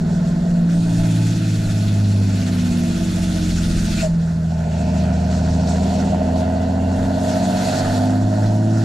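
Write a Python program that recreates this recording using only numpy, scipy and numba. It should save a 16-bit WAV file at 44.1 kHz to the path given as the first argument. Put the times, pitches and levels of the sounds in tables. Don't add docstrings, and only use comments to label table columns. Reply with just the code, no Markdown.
import sys
import numpy as np
from scipy import signal
from scipy.fft import rfft, irfft, next_fast_len
from scipy.io import wavfile
from scipy.ndimage import uniform_filter1d
from numba import njit

SR = 44100
rng = np.random.default_rng(int(sys.argv[2]) if len(sys.argv) > 2 else 0)


def wav_record(signal):
    frames = np.transpose(np.atleast_2d(signal))
    bounded = np.clip(frames, -1, 1)
    quanta = np.round(bounded * 32767).astype(np.int16)
    wavfile.write(sys.argv[1], SR, quanta)


N = 389844
STEP = 16
T = np.arange(N) / SR
SLOW = T[::STEP]
TOP_HZ = 16400
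THUMP_S = .06

# time in seconds, four-stroke cycles per second in Hz.
SPEED = [(0, 20.8), (.08, 19.8), (.2, 19.6), (.42, 19.6), (.6, 19), (.75, 18.9), (1.28, 18.42),
         (1.92, 17.3), (2.56, 16.3), (3.2, 15.14), (3.84, 14), (4.2, 13.9), (4.55, 13.5), (4.85, 13.36),
         (5.3, 13.37), (6.08, 13.87), (6.9, 14.64), (7.52, 15.77), (8.16, 17.2), (8.84, 18.5)]
# time in seconds, exhaust brake shut (0 to 1), throttle (0 to 1),
# level added to the weak orders in dB.
LOAD = [(0, 0, 0, 1), (.64, 0, 0, -1), (.72, 0.68, 0, -1), (.95, 0.99, 0.01, -1), (2.8, 0.99, 0, -1),
        (4.0, 1, 0, -0.5), (4.1, 0.01, 0.03, -1), (4.19, 0, 0.01, -3), (4.26, 0, .35, -3),
        (4.45, 0, .5, -2), (4.66, 0, .6, -1), (4.85, 0, 1, -1), (6.2, 0, 1, -2), (7.6, 0, 1, 0),
        (8.84, 0, 1, -1.5)]
STRONG_ORDERS = [3, 6, 9, 12, 15]
# dB coasting, dB braking, dB pulling.
STRONG_DB = [(-5.0, -2.0, -5), (-3.0, -5.0, -9.0), (2.0, -5.0, -18.0), (3.0, -11.0, -13.0),
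             (-10, -8.0, -18.5)]
# centre in Hz, width in Hz, dB coasting,
# dB braking, dB pulling.
BOOM = [(40.9, 9.6, -27.0, -23.5, -66.0), (60.0, 6.0, -37.0, -63.0, -55), (80.1, 6.7, -25.5, -33, -13.0),
        (87.1, 10.2, -33, -21.5, -13.0), (102.06, 6.9, -49, -11.0, -14.0), (109.0, 11.3, -50, -14.5, -9.5),
        (120.0, 6.0, -38, -67.0, -14.0), (148, 10.0, -44.0, -32, -13), (162.8, 11.6, -20, -22.5, -11),
        (171.2, 13.2, -18.0, -12.5, -18.5), (181.0, 14.0, -31.5, -12.0, -16.5),
        (190.3, 7.1, -19, -42.0, -8.0), (204.3, 12.0, -30, -14.0, -34.0), (217.6, 25, -27.5, -21.5, -13.0),
        (241.3, 15.5, -36.5, -15.0, -21), (255.9, 14.1, -40.0, -44.0, -2.0), (279.6, 20, -30, -23.0, -37.0)]
WEAK_ORDERS = [1, 2, 4, 5, 7, 8, 10, 11, 13, 14, 16, 17, 18, 19, 20, 21, 22, 23, 24, 25, 26]
# dB coasting, dB braking, dB pulling.
WEAK_DB = [(-42, -43.0, -64.0), (-38.0, -44, -50.0), (-42, -62.0, -67.0), (-42.0, -53.5, -69),
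           (-61, -60.5, -58.5), (-48.0, -56, -55.0), (-52.5, -60.0, -57.0), (-52.0, -54.0, -57.0),
           (-63, -63, -57), (-62.0, -61.5, -50.5), (-62, -62, -53), (-54, -54, -51), (-68, -61, -46),
           (-66, -68, -52), (-72.0, -72.0, -60), (-64, -54, -59), (-63, -68, -63), (-69, -58.0, -58.0),
           (-66.0, -58.0, -66.0), (-74.0, -74.0, -65), (-64, -76, -62)]
# centre in Hz,
# width in Hz, dB coasting, dB braking, dB pulling.
CAB = [(109.0, 27, 6, 22.5, 20.0), (140.0, 9.0, -11, -10.0, 6.0), (166.0, 24, 25.0, 23.5, 23.0),
       (177.0, 14.7, 28.5, 35.0, 20.0), (192.2, 18, -7.0, 13.0, 29.5), (218.0, 24.4, 22.0, 23, 18.5),
       (240.7, 15.0, 5.0, 26.0, -15), (259, 20, 3, 14, 23), (282.7, 12.0, 3, 21.5, 13),
       (310.7, 15.5, -11, 23, -11), (327, 17, 6, 23.5, 17), (359.4, 14.0, -10.0, -7.0, 14),
       (432, 15.0, -4.0, -5.0, 17.0)]
# time in seconds, level in dB before the cut off throttle.
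GROWL = [(0, -36), (.7, -37.5), (1.02, -34), (1.2, -39), (1.5, -41), (2.1, -38), (3.3, -39.5), (4.4, -41),
         (4.65, -31), (5.5, -30.5), (6.0, -27.5), (6.8, -29), (7.4, -26), (8.0, -26.5), (8.2, -32),
         (8.4, -29.5), (8.84, -32.5)]
# centre in Hz, width in Hz, dB off throttle, dB on throttle.
PIPE = [(410, 110, -11, -12.5), (481, 55, -12, -11), (585, 44, -6, -9.5), (632, 32, -3, 1),
        (660, 30, 1, -6), (704, 55, -6, -3.5), (765, 30, -10, -11), (871.6, 42, -8, -10),
        (945, 40, -18, -16), (1005, 50, -20, -20)]
BARK = {30: 3, 33: 5, 35: 4, 36: 3, 38: 3, 39: 5, 41: 7, 45: 6, 47: 6, 50: 3, 51: 4, 52: 3, 53: 4, 55: 3,
        58: 3, 61: 3, 63: 4, 66: 3, 69: 4}
# band centre in Hz, dB off throttle, dB on throttle.
ROAD = [(45, -40.5, -44), (65, -48, -50), (100, -39.5, -39), (150, -43, -42), (200, -41, -40),
        (280, -41.5, -42), (380, -43, -44), (520, -47.5, -47), (800, -53, -53), (1050, -54.5, -54)]
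# time in seconds, base level in dB.
BUFFET = [(0, -33), (2.0, -36), (2.5, -43), (3.2, -36), (4.0, -34), (4.3, -45.5), (6.5, -46), (8.84, -44)]
# peak time in seconds, base level in dB.
THUMPS = [(.17, -31), (.78, -30), (1.03, -28), (1.7, -24), (3.79, -28), (7.06, -30), (7.88, -33),
          (8.27, -34), (8.47, -34)]
# centre in Hz, width in Hz, dB off throttle, dB on throttle.
RUSH = [(2110, 620, -7, -9), (2544, 310, -7, -11), (2813, 630, -6.5, -8.5), (3500, 950, -2.5, -4),
        (4295, 1100, -1, -1), (5490, 2300, -1.5, -1), (7080, 2560, -1.5, -1.5)]
# base dB of the rush, of its top octave, of its low mids.
WIND_DB = (-51, -66, -50.5)
# dB for the rush, for its top octave, for its low mids.
WIND_PULLING_DB = (4, 2.5, 4.5)
# time in seconds, base level in dB.
BRAKE_HISS = [(.66, -70), (.7, -46), (1.05, -39), (1.8, -39.5), (2.15, -43), (2.42, -39), (2.9, -39),
              (3.2, -37), (3.8, -36.5), (3.93, -34), (4.01, -32.5), (4.05, -39), (4.095, -50.5), (4.3, -60)]
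# dB added for the rush, for its top octave, for its low mids.
BRAKE_TONE_DB = (0, -12.5, -8)
# peak time in seconds, rise in seconds,
# fall in seconds, base dB of the rush, of its top octave, of its low mids.
SWELLS = [(.1, .2, 0.63, -50.5, -66, -49.5), (4.27, .05, 0.045, -50, -68, -56),
          (4.78, .08, .12, -46, -70, -55), (5.02, 0.054, 0.044, -43, -63, -50),
          (5.4, .22, .3, -42.5, -69, -49), (5.7, 0.028, .05, -39.5, -60, -43),
          (5.93, 0.17, 0.16, -40.5, -58, -47.5), (6.4, .03, .02, -41.5, -54, -50),
          (7.05, 0.13, .15, -47, -58.5, -46.5), (7.33, .12, 0.27, -38.5, -50.5, -42),
          (7.68, 0.13, .12, -33.5, -47, -39.5), (7.88, .15, 0.16, -36.5, -48.5, -39.5),
          (8.2, 0.14, 0.47, -48, -61, -53), (8.47, .05, .03, -45, -60, -50),
          (8.84, 0.079, .1, -42.5, -58, -44)]
# time in seconds, pitch in Hz, level in dB.
TURBO = [(0, 8500, -91), (.66, 8500, -90), (.72, 8600, -52), (.9, 8800, -54), (1.2, 9400, -50),
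         (1.6, 10120, -55), (2.1, 10400, -59), (2.7, 10200, -56), (3.15, 9500, -46), (3.6, 9100, -48),
         (4.0, 8703, -45), (4.1, 8800, -60), (4.4, 9300, -66), (4.6, 9300, -90)]
# start in seconds, level in dB before the fade, centre in Hz,
# width in Hz, fade in seconds.
SPITS = [(.686, -38, 1390, 700, 0.027), (2.9, -45, 1200, 400, .02), (3.0, -43, 1200, 400, .02),
         (3.1, -46, 1200, 400, .02), (4.015, -29, 7290, 1500, 0.026), (5.03, -47, 7000, 4000, .02),
         (5.685, -35.5, 7300, 2000, 0.028), (6.04, -42, 7500, 2000, .02), (6.07, -43, 2900, 800, .02),
         (6.395, -40, 5495, 5000, .015), (6.5, -41, 1600, 300, .025), (6.96, -50, 9000, 4000, .02),
         (7.29, -41, 2800, 700, .025), (7.52, -39, 2900, 700, .025), (8.454, -40, 4002, 4000, .02)]
# start in seconds, end in seconds, centre in Hz, width in Hz,
# level in dB.
WHISTLES = [(5.95, 6.96, 1990, 80, -52), (6.4, 7.5, 2760, 60, -54), (2.7, 4.0, 3500, 80, -55)]
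# start in seconds, end in seconds, first Hz, last Hz, base level in dB.
CHIRP = (3.97, 4.032, 2350, 3000, -30.5)
# start in seconds, end in seconds, first Hz, last Hz before the warble,
# base level in dB.
HOOT = (4.018, 4.085, 654.5, 615, -17)
# peak time in seconds, rise in seconds, fall in seconds,
# centre in Hz, level in dB.
TYRES = [(4.9, 0.24, .35, 2520, -47.5), (6.1, .6, 0.53, 2720, -49)]
# frequency in Hz, likeness (0 to 1).
ALIKE = [(60, 1), (170, 1), (260, 0.97), (600, 0.96), (1300, .55), (2900, 0.67), (6300, 0.77), (9000, 0.47),
         (10500, 0.54), (11200, 0.95), (12000, 1)]
# frequency in Hz, left minus right in dB.
TILT = [(30, 0.8), (60, 0.0), (110, -0.5), (200, -0.7), (370, -0.5), (670, -2.5), (1220, -3.0),
        (2240, -1.0), (4090, 0.0), (7470, 0.5), (13700, 0.0)]
# frequency in Hz, phase by which left leads in radians,
# before a slight trim.
LEAD = [(0, 0), (40, -0.073), (70, -0.03), (150, -0.068), (260, -0.19), (520, -1.03), (780, -1.06),
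        (1210, -1.44), (1460, -0.45), (1890, -0.046), (2670, -0.5), (3360, 0.12), (3880, -0.2), (6290, 0.1),
        (7670, -0.1), (9470, 0.5), (9990, 0.26), (13900, -0.0)]


def undb(db):
    return 10 ** (np.asarray(db) / 20)


def unit(x):
    return x / np.sqrt(np.mean(x ** 2))


def columns(table, t):
    seconds, *rest = np.transpose(table)
    return [np.interp(t, seconds, column) for column in rest]


def across(table, hz):
    f, value = np.transpose(table)
    return np.interp(np.log(hz + 20), np.log(f + 20), value)


@njit
def svf(x, hz, width):
    y, band_state, low_state = np.empty(len(x)), 0., 0.
    g, damping = np.tan(np.pi * hz / SR), width / hz
    for i in range(len(x)):
        v = (band_state + g * (x[i] - low_state)) / (1 + g * (g + damping))
        band_state = 2 * v - band_state
        low_state = low_state + 2 * g * v
        y[i] = damping * v
    return y


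def walk(rate):
    hold = int(SR / STEP / rate)
    levels = rng.standard_normal(1500)
    steps = np.repeat(levels, hold)[:len(SLOW)]
    return 1.31 * uniform_filter1d(uniform_filter1d(steps, hold), hold)


def band(hz, width, size=N):
    hz, width = hz * N / size, width * N / size
    noises = rng.standard_normal((2, size))
    return unit(np.array([svf(svf(noise, hz, width), hz, width) for noise in noises]))


def held(gain):
    return np.interp(T, SLOW, gain)


def bump(peak, rise, fall):
    return np.exp(-((SLOW - peak) / np.where(SLOW < peak, rise, fall)) ** 2)


def resonance_db(modes, hz, floor_db):
    power = undb(2 * floor_db)
    for centre, width, db in modes:
        power = power + undb(2 * db) / (1 + (2 * (hz - centre) / width) ** 2) ** 2
    return 10 * np.log10(power)


def cycle_orders(hz, turn, start):
    brake, throttle, weak_db = columns(LOAD, SLOW)

    def loaded(coasting, braking, pulling):
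        return coasting + brake * (braking - coasting) + throttle * (pulling - coasting)

    boom, cab = ([(f, w, loaded(*db)) for f, w, *db in modes] for modes in (BOOM, CAB))
    levels = {}
    for k, db in zip(STRONG_ORDERS, STRONG_DB):
        levels[k] = loaded(*db) + resonance_db(boom, k * hz, -58)
    for k, db in zip(WEAK_ORDERS, WEAK_DB):
        waver_db = 1.2 * walk(3)
        levels[k] = loaded(*db) + weak_db + resonance_db(cab, k * hz, 0) + waver_db
    low = 0
    for k, db in levels.items():
        flicker_db = .85 * walk(12) + .75 * walk(5)
        wobble = .013 * walk(7)
        low = low + undb(db + flicker_db) * np.sin(k * (turn + wobble) + start[k])
    return np.sqrt(2) * low


def exhaust_growl(hz, turn, start):
    throttle = columns(LOAD, SLOW)[1]
    growl_db, = columns(GROWL, SLOW)
    pipe = [(f, w, off + throttle * (on - off)) for f, w, off, on in PIPE]
    growl = 0
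    for k in range(max(WEAK_ORDERS) + 1, len(start)):
        db = resonance_db(pipe, k * hz, -33) + throttle * BARK.get(k, 0) + 2.4 * walk(3.002)
        smear = .009 * (k / 40) * walk(20)
        growl = growl + undb(db) * np.sin(k * (turn + smear) + start[k])
    growl = unit(growl * np.sqrt(hz)) * undb(growl_db - 6.5 * (1 - throttle))
    gas = unit(sum(undb(db) * band(f, 1.2 * w, size=len(SLOW)) for f, w, db in pipe))
    gas = gas * undb(growl_db - .96 - 5 * throttle + 1.5 * walk(60) + .8 * walk(25))
    firing = STRONG_ORDERS[1] * turn
    throb = 1 + throttle * (.15 * np.cos(turn - 2.5) + .22 * np.cos(firing))
    return throb * (growl + gas)


def engine():
    hz, = columns(SPEED, SLOW)
    turn = 2 * np.pi * np.cumsum(hz) * STEP / SR
    start = 2 * np.pi * rng.random((80, 2, 1))
    return cycle_orders(hz, turn, start) + exhaust_growl(hz, turn, start)


def road():
    bumps, throttle = walk(1.49), columns(LOAD, SLOW)[1]
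    rolling = 0
    for hz, off, on in ROAD:
        db = off + throttle * (on - off) + 1.6 * bumps + 1.6 * walk(6)
        rolling = rolling + undb(db) * band(hz, hz / 2, size=len(SLOW))
    buffet_power = undb(2 * (columns(BUFFET, SLOW)[0] + 2.4 * walk(6)))
    for peak, db in THUMPS:
        buffet_power = buffet_power + undb(2 * db) * bump(peak, THUMP_S, THUMP_S)
    return rolling + band(23.7, 14, size=len(SLOW)) * np.sqrt(buffet_power) * undb(-2.0)


def air_db():
    def col(db):
        return np.array(db)[:, None]

    throttle = columns(LOAD, SLOW)[1]
    power = undb(2 * (col(WIND_DB) + col(WIND_PULLING_DB) * throttle ** 2))
    power = power + undb(2 * (columns(BRAKE_HISS, SLOW)[0] + col(BRAKE_TONE_DB)))
    for peak, rise, fall, *db in SWELLS:
        power = power + undb(2 * col(db)) * bump(peak, rise, fall)
    return 10 * np.log10(power)


def rushing_air(firing):
    rush_db, top_db, mid_db = air_db()
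    throttle = columns(LOAD, SLOW)[1]
    rush = 0
    for hz, width, off, on in RUSH:
        db = off + throttle * (on - off) + 1.3 * walk(60) + 1.1 * walk(36) + .8 * walk(1.47)
        rush = rush + held(undb(db)) * band(hz, width)
    rush = unit(rush) * held(undb(rush_db + 1.0))
    top = undb(-2.0) * band(9400, 2800) + undb(-6) * band(11870, 3400)
    top = top * held(undb(top_db + .8 + 1.1 * walk(40)))
    mid = band(1478, 230) + undb(-3) * band(1780, 400) + undb(-5) * band(1284, 260)
    pulse = 1 + .2 * throttle * np.cos(firing)
    mid = mid * held(undb(mid_db - 1.1 + 1.33 * walk(40)) * pulse)
    return rush + top + mid


def turbo_whistle():
    hz, db = columns(TURBO, T)
    breath = band(30, 450) * held(undb(2.5 * walk(8)))
    return breath * np.sin(2 * np.pi * np.cumsum(hz) / SR) * undb(db)


def spits():
    out, length = np.zeros((2, N)), SR // 4
    for s, db, hz, width, fade in SPITS:
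        span = slice(int(s * SR), int(s * SR) + length)
        age = T[span] - s + 1 / SR
        noises = rng.standard_normal((2, length))
        air = [svf(svf(noise, 1. * hz, 1. * width), 1. * hz, 1. * width) for noise in noises]
        envelope = (1 - np.exp(-age / .004)) * np.exp(-age / fade)
        out[:, span] += undb(db) * envelope * unit(np.array(air))
    return out


def faint_whistles():
    out = np.zeros((2, N))
    for t0, t1, hz, width, db in WHISTLES:
        arch = np.sin(np.pi * np.clip((T - t0) / (t1 - t0), 0, 1))
        out += undb(db) * arch * held(undb(3 * walk(9))) * band(hz, width)
    return out


def brake_chirp():
    t0, t1, from_hz, to_hz, db = CHIRP
    part = np.clip((T - t0) / (t1 - t0), 0, 1)
    glide = from_hz + (to_hz - from_hz) * part ** 2
    tone = np.sin(np.pi * part) * np.sin(2 * np.pi * np.cumsum(glide) / SR)
    return (.8 + .5 * band(90, 200)) * undb(db) * tone


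def pipe_hoot():
    t0, t1, from_hz, to_hz, db = HOOT
    part = np.clip((T - t0) / (t1 - t0), 0, 1)
    glide = from_hz + (to_hz - from_hz) * part + 12 * held(walk(150))
    flutter = 1 + .4 * band(70, 160)
    tone = np.sin(np.pi * part ** .85) * np.sin(2 * np.pi * np.cumsum(glide) / SR)
    return np.sqrt(np.abs(flutter)) * undb(db) * tone


def oncoming_tyres():
    out = 0
    for peak, rise, fall, hz, db in TYRES:
        out = out + undb(db) * held(np.sqrt(bump(peak, rise, fall))) * band(hz, hz / 3)
    return out


def outside():
    cylinders = 6
    brake = columns(LOAD, SLOW)[0]
    firing = 2 * np.pi * cylinders * np.cumsum(columns(SPEED, SLOW)[0]) * STEP / SR
    cycle_throb = (.032 + .062 * brake) * np.cos(firing / cylinders - 2.1)
    gust = undb(.59 * walk(50)) * (1 + .06 * np.cos(firing) + cycle_throb)
    return held(gust) * (rushing_air(firing) + turbo_whistle() + faint_whistles() + oncoming_tyres())


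def scene():
    rim = 2000
    slow_paths = engine() + road()
    paths = signal.resample_poly(slow_paths, STEP, 1, axis=1, padtype="reflect")[:, :N]
    paths = paths + outside() + spits() + brake_chirp() + pipe_hoot()
    size = next_fast_len(N + 2 * rim)
    direct, other = rfft(np.pad(paths, ((0, 0), (rim, size - N - rim)), mode="reflect"))
    hz = np.arange(len(direct)) * SR / size
    alike = np.clip(across(ALIKE, hz), 0, 1)
    side = np.array([[1], [-1]])
    ports = np.sqrt((1 + alike) / 2) * direct + side * np.sqrt((1 - alike) / 2) * other
    tilt = undb(side * across(TILT, hz) / 2)
    lead = np.exp(complex(0, .99) * side * across(LEAD, hz) / 2)
    return irfft(ports * tilt * lead, size)[:, rim:rim + N]


def record(dry):
    rounded = np.tanh(2.207 * dry) / 1.873
    soft = signal.sosfilt(signal.butter(2, 13000, fs=SR, output="sos"), rounded)
    cut = signal.ellip(8, .2, 70, TOP_HZ, fs=SR, output="sos")
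    return signal.sosfilt(cut, soft)


dry = scene()
out = record(dry)
wav_record(out)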